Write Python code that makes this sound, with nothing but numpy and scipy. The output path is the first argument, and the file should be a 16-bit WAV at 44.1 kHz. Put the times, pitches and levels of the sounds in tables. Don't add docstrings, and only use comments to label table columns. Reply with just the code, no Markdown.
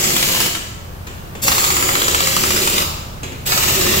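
import sys
import numpy as np
from scipy import signal
from scipy.fft import rfft, irfft
from scipy.io import wavfile
from scipy.ndimage import uniform_filter1d, map_coordinates

SR = 44100
rng = np.random.default_rng(int(sys.argv[2]) if len(sys.argv) > 2 else 0)


def wav_record(signal):
    frames = np.transpose(np.atleast_2d(signal))
    bounded = np.clip(frames, -1, 1)
    quanta = np.round(bounded * 32767).astype(np.int16)
    wavfile.write(sys.argv[1], SR, quanta)


N = 176400
TIME_S = np.arange(N) / SR

# start_s, stop_s, air_gain_db, mid_gain_db, high_whistle_gain_db, motor_hz, drone_db
BURSTS = [(-.5, .468, 1, -2.5, -12, 175.2, -31), (1.416, 2.825, -1.5, -0.16, 3, 184.7, -30),
          (3.454, 4.2, 0.5, 1.6, 12.5, 186, -25.5)]
# time_s, level_db
BLOWS = [(0.0395, 4.5), (0.1035, -3), (0.1646, 4.5), (0.227, 2.5), (0.2877, 2), (0.348, 2), (.403, 4.5),
         (.46, 0), (0.5502, -2), (1.481, 8), (1.5176, 2.5), (1.5806, 1), (1.6406, 1), (1.7029, 1.5),
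         (1.7664, 1.5), (1.825, 0.5), (1.8896, 0.5), (1.9533, 0.5), (2.0177, 2), (2.0812, 3.5), (2.1458, 4),
         (2.2042, 2.5), (2.2712, 1.5), (2.3294, -11), (2.365, 2.5), (2.4362, 2.5), (2.5053, 2),
         (2.562, 1.5), (2.6741, 2), (2.7808, 2), (2.8214, -3), (3.521, 3), (3.5752, 0.5), (3.6348, -0.5),
         (3.6939, -4), (3.7514, -1.5), (3.8108, -0.5), (3.8652, 0), (3.938, -2.5)]
SPIN_UP_S, STALL_S, PRESSURE_DECAY_S = 0.025, 0.0176, 0.022


def hammer(crack_db=-16.5, crack_s=0.0015, clatter_db=-24, clatter_s=0.019, ring_db=5):
    # freq_hz, gain_db
    spectrum = [(150, -13), (720, -0.5), (1200, 3), (1550, 2), (2400, 1.5), (5200, -0.5), (8000, -2),
                (10000, -7.5), (15000, -8.5)]
    # freq_hz, gain_db, t60_s
    modes = [(344, -31, 0.055), (853, -15, 0.0034), (1223, -15, 0.013), (1334, -27.5, 0.095),
             (2300, -12, 0.0034)]
    # time_s, gain_db
    ring_gain = [(.2, -11), (1.5, -7.5), (1.6, 2), (2.2, -3.5), (2.4, -1.5), (2.8, -3.5), (3.55, -8.5),
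                 (4, -2)]
    time_s, level_db = np.transpose(BLOWS)
    hits = clicks(time_s, level_db)
    contact = from_db(crack_db) * fade(hits, crack_s) + from_db(clatter_db) * fade(hits, clatter_s)
    ringing = 0
    for k, (freq_hz, gain_db, t60_s) in enumerate(modes):
        strikes = clicks(time_s, level_db + gain_db + rng.normal(0, 1, len(time_s)))
        ringing += (-1) ** k * ring(strikes, freq_hz, t60_s)
    ringing *= from_db(ring_db + curve(ring_gain))
    return colour(contact * rng.standard_normal(N), spectrum) + ringing


def exhaust(level_db=-21.5, dip_db=-0.5, flutter_db=1.37, fill_s=0.022):
    # freq_hz, gain_db
    spectrum = [(60, -9), (125, 0.5), (205, 1), (265, -3), (340, -0.5), (660, -4), (1250, -5.5),
                (1520, -6.5), (2000, -4), (2800, -1.5), (3500, -3.5), (6200, -4.5), (7200, 1), (8500, -7.5),
                (9700, -9), (12500, -5.5), (16000, -5.5)]
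    # time_s, gain_db
    treble_gain = [(0, -3.5), (1.5, 3), (2.2, -3), (2.4, 1), (2.8, -0.5), (3.5, -0.5), (4, -3.5)]
    # time_s, level_db
    shrill_level = [(.1, -28), (.44, -26), (.7, -33), (2.7, -45), (4, -30)]
    # time_s, level_db
    bright_level = [(2.2, -50), (2.7, -39.5), (3.5, -49)]
    flow = from_db(dip_db * after_blows(STALL_S) + flutter_db * drift(78))
    hiss = from_db(level_db) * colour(rng.standard_normal(N) * flow, spectrum)
    mids = signal.sosfilt(signal.butter(1, [280, 3500], "band", fs=SR, output="sos"), hiss)
    treble = signal.sosfilt(signal.butter(1, 7000, "high", fs=SR, output="sos"), hiss)
    hiss += (from_db(curve(treble_gain)) - 1) * treble
    shrill = unit_rms(ring(rng.standard_normal(N), freq_hz=3040, t60_s=0.0053))
    shrill *= from_db(curve(shrill_level)) * after_blows(PRESSURE_DECAY_S)
    bright = from_db(curve(bright_level)) * unit_rms(ring(treble, freq_hz=5080, t60_s=0.0019))
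    out = 0
    for start_s, stop_s, air_gain_db, mid_gain_db, *_ in BURSTS:
        filled = 1 - np.exp(-np.maximum(TIME_S - start_s, 0) / fill_s)
        air = from_db(air_gain_db) * (hiss + (filled * from_db(mid_gain_db) - 1) * mids)
        out += valve(start_s, stop_s) * (air + shrill + bright)
    return out


def whistles(flip_pressure=0.55, surge_db=0.5):
    # pitch_hz, jump_hz, wander_hz, width_hz, base_db
    voices = [(7070, 610, 70, 82, -30.5), (13400, 1300, 57, 48, -42.5)]
    # time_s, gain_db
    low_gain = [(.07, 4), (.3, -9), (1.7, 5.5), (1.95, -2.5), (2.6, -8), (4, -4.5)]
    pressure, tones = after_blows(PRESSURE_DECAY_S), []
    flipped = pressure + 0.2 * drift(20) > flip_pressure
    for rise, (pitch_hz, jump_hz, wander_hz, width_hz, base_db) in zip((flipped, pressure), voices):
        phase = phase_of(pitch_hz + jump_hz * rise + wander_hz * drift(12.2))
        gain = from_db(base_db + surge_db * pressure + 2 * drift(11))
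        narrow_noise = drift(width_hz) * np.sin(phase) + drift(width_hz) * np.cos(phase)
        tones.append(gain * unit_rms(narrow_noise))
    low, high = tones
    low *= from_db(curve(low_gain))
    return sum(valve(start_s + SPIN_UP_S, stop_s) * (low + from_db(high_gain_db) * high)
               for start_s, stop_s, _, _, high_gain_db, _, _ in BURSTS)


def motor(sag=0.08, wander=0.03478):
    stall, out = after_blows(STALL_S), 0
    speed = 1 - sag * (stall - stall.mean()) + wander * drift(41.8)
    for start_s, stop_s, *_, motor_hz, drone_db in BURSTS:
        phase = phase_of(motor_hz * speed)
        drone = sum(from_db(gain_db + 2 * drift(26)) * np.sin(order * phase)
                    for order, gain_db in ((2, -4), (3, -8.5)))
        out += valve(start_s + SPIN_UP_S, stop_s) * from_db(drone_db) * unit_rms(drone)
    return out


def valve(start_s, stop_s, open_s=0.0082, close_s=0.022):
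    return np.clip((TIME_S - start_s) / open_s, 0, 1) * np.clip(1 - (TIME_S - stop_s) / close_s, 0, 1)


def after_blows(decay_s):
    return np.minimum(fade(clicks(np.transpose(BLOWS)[0], 0), decay_s), 1)


def socket(knock_db=-28, knock_s=0.0042, slide_db=-30.5, slide_s=0.051):
    # time_s, level_db
    clanks = [(1.069, -5.5), (1.351, -8), (3.2317, -0.5), (3.3194, -11.5)]
    # freq_hz, gain_db
    spectrum = [(100, 3), (350, 10), (700, 1), (1600, 0.5), (2900, 3.5), (5500, -10), (7300, -2.5),
                (9000, -17), (15000, -16)]
    hits = clicks(*np.transpose(clanks))
    knock = from_db(knock_db) * fade(hits, knock_s)
    slide = from_db(slide_db + drift(90)) * fade(hits, slide_s)
    return colour((knock + slide) * rng.standard_normal(N), spectrum)


def garage(direct, into_hall, direct_db=-4, spots=20):
    # time_s, lag_ms
    right_lag = [(0, 0.13), (2.7, 0.322), (3.6, 0.54)]
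    lead = SR // 3
    running = np.r_[into_hall[:lead][::-1], into_hall]
    position, echoes = np.linspace(0, spots - 1, len(running)), 0
    noise = np.hstack([diffuse() for _ in range(spots * SR // N + 1)])
    for k in range(spots):
        nearness = np.sqrt(np.clip(1 - abs(position - k), 0, 1))
        response = reflections(noise[:, k * SR:(k + 1) * SR])
        echoes += signal.fftconvolve([running * nearness], response, axes=1)[:, lead:lead + N]
    right = map_coordinates(direct, [np.arange(N) - curve(right_lag) * SR / 1000], order=3)
    return from_db(direct_db) * np.array([direct, right]) + echoes


def reflections(noise, early_db=4, early_s=0.0035, tail_db=1.5):
    # freq_hz, t60_s
    bands = [(100, 0.72), (500, 1.09), (2500, 0.88), (7000, 0.82), (10000, 0.57)]
    freq_hz, time_s = np.fft.rfftfreq(SR, 1 / SR), TIME_S[:SR]
    spectrum, response = rfft(noise), 0
    early = from_db(early_db) * unit_rms(np.exp(-time_s / early_s))
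    for band_hz, t60_s in bands:
        share = at_hz([(hz, hz == band_hz) for hz, _ in bands], freq_hz)
        tail = from_db(tail_db) * unit_rms(np.exp(-np.log(1000) * time_s / t60_s))
        response += irfft(spectrum * share, SR) * np.hypot(tail, early)
    return flatten(response) / np.sqrt(SR)


def flatten(response, smooth_hz=24, length_s=0.8):
    spectrum = rfft(response)
    power = uniform_filter1d(abs(spectrum) ** 2, smooth_hz, axis=-1)
    return irfft(spectrum * np.sqrt(power.mean() / power), SR)[:, :int(length_s * SR)]


def street(engine_hz=40.8, wander=0.0448):
    # freq_hz, gain_db
    spectrum = [(25, -6), (46, -5.5), (62, -3.5), (85, -5), (120, -2.5), (180, -8.5), (280, -16.5),
                (520, -17), (1250, -20.5), (2000, -27.5), (9500, -38.5), (15000, -33)]
    # time_s, level_db
    traffic_level = [(0, -35), (1.4, -31), (3.35, -31), (4, -28)]
    # time_s, level_db
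    engine_level = [(0, -49), (1.3, -35.5), (2.5, -36), (3.0, -32.5), (3.3, -45), (3.9, -28.5)]
    phase = phase_of(engine_hz * (1 + wander * drift(5.5)))
    engine = sum(from_db(gain_db + 3.3 * drift(10)) * np.sin(order * phase)
                 for order, gain_db in ((1, -5), (2, 3)))
    traffic = unit_rms(colour(diffuse(), spectrum))
    return from_db(curve(traffic_level)) * traffic + from_db(curve(engine_level)) * unit_rms(engine)


def diffuse():
    # freq_hz, correlation
    likeness = [(60, 0.72), (160, 0.94), (330, 0.71), (600, -0.15), (1200, -0.43), (2500, -0.038),
                (16000, 0.085)]
    correlation = at_hz(likeness, np.fft.rfftfreq(N, 1 / SR))
    mid, side = rfft(rng.standard_normal((2, N)))
    spectra = np.sqrt(1 + correlation) * mid + np.sqrt(1 - correlation) * side * [[1], [-1]]
    return unit_rms(irfft(spectra, N))


def from_db(db):
    return 10 ** (np.asarray(db) / 20)


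def unit_rms(x):
    return x / np.sqrt(np.mean(x ** 2) + 1e-20)


def phase_of(freq_hz):
    return 2 * np.pi * np.cumsum(freq_hz) / SR


def curve(rows):
    return np.interp(TIME_S, *np.transpose(rows))


def at_hz(rows, freq_hz):
    row_hz, values = np.transpose(rows)
    return np.interp(np.log(np.maximum(freq_hz, 1)), np.log(row_hz), values)


def colour(x, spectrum):
    size = 2 * N
    gain = unit_rms(from_db(at_hz(spectrum, np.fft.rfftfreq(size, 1 / SR))))
    cepstrum = irfft(np.log(gain))[:N]
    cepstrum[1:] *= 2
    return irfft(rfft(x, size) * np.exp(rfft(cepstrum, size)))[..., :N]


def drift(rate_hz):
    freq_hz = np.fft.rfftfreq(N, 1 / SR)
    return unit_rms(irfft(rfft(rng.standard_normal(N)) / (1 + (freq_hz / rate_hz) ** 2), N))


def clicks(time_s, level_db):
    out = np.zeros(N)
    np.add.at(out, (time_s * SR).astype(int), from_db(level_db))
    return out


def fade(hits, decay_s):
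    return signal.lfilter([1], [1, -np.exp(-1 / (decay_s * SR))], hits + 1e-18)


def ring(x, freq_hz, t60_s):
    radius, angle = np.exp(-np.log(1000) / (t60_s * SR)), 2 * np.pi * freq_hz / SR
    return signal.lfilter([0, np.sin(angle)], [1, -2 * radius * np.cos(angle), radius ** 2], x + 1e-18)


def scene():
    air, blows, drone, tones, clanks = exhaust(), hammer(), motor(), whistles(), socket()
    into_hall = air + from_db(-1.5) * blows + from_db(-11.5) * drone + from_db(-3.5) * tones + clanks
    return garage(air + blows + drone + tones + clanks, into_hall) + street()


def record(dry, cutoff_hz=15800):
    freq_hz = np.fft.rfftfreq(2 * N, 1 / SR)
    passband = np.clip((cutoff_hz - freq_hz) / 100 + 0.5, 0, 1)
    return irfft(rfft(np.clip(dry, -1, 1), 2 * N) * passband)[:, :N]


dry = scene()
out = record(dry)
wav_record(out)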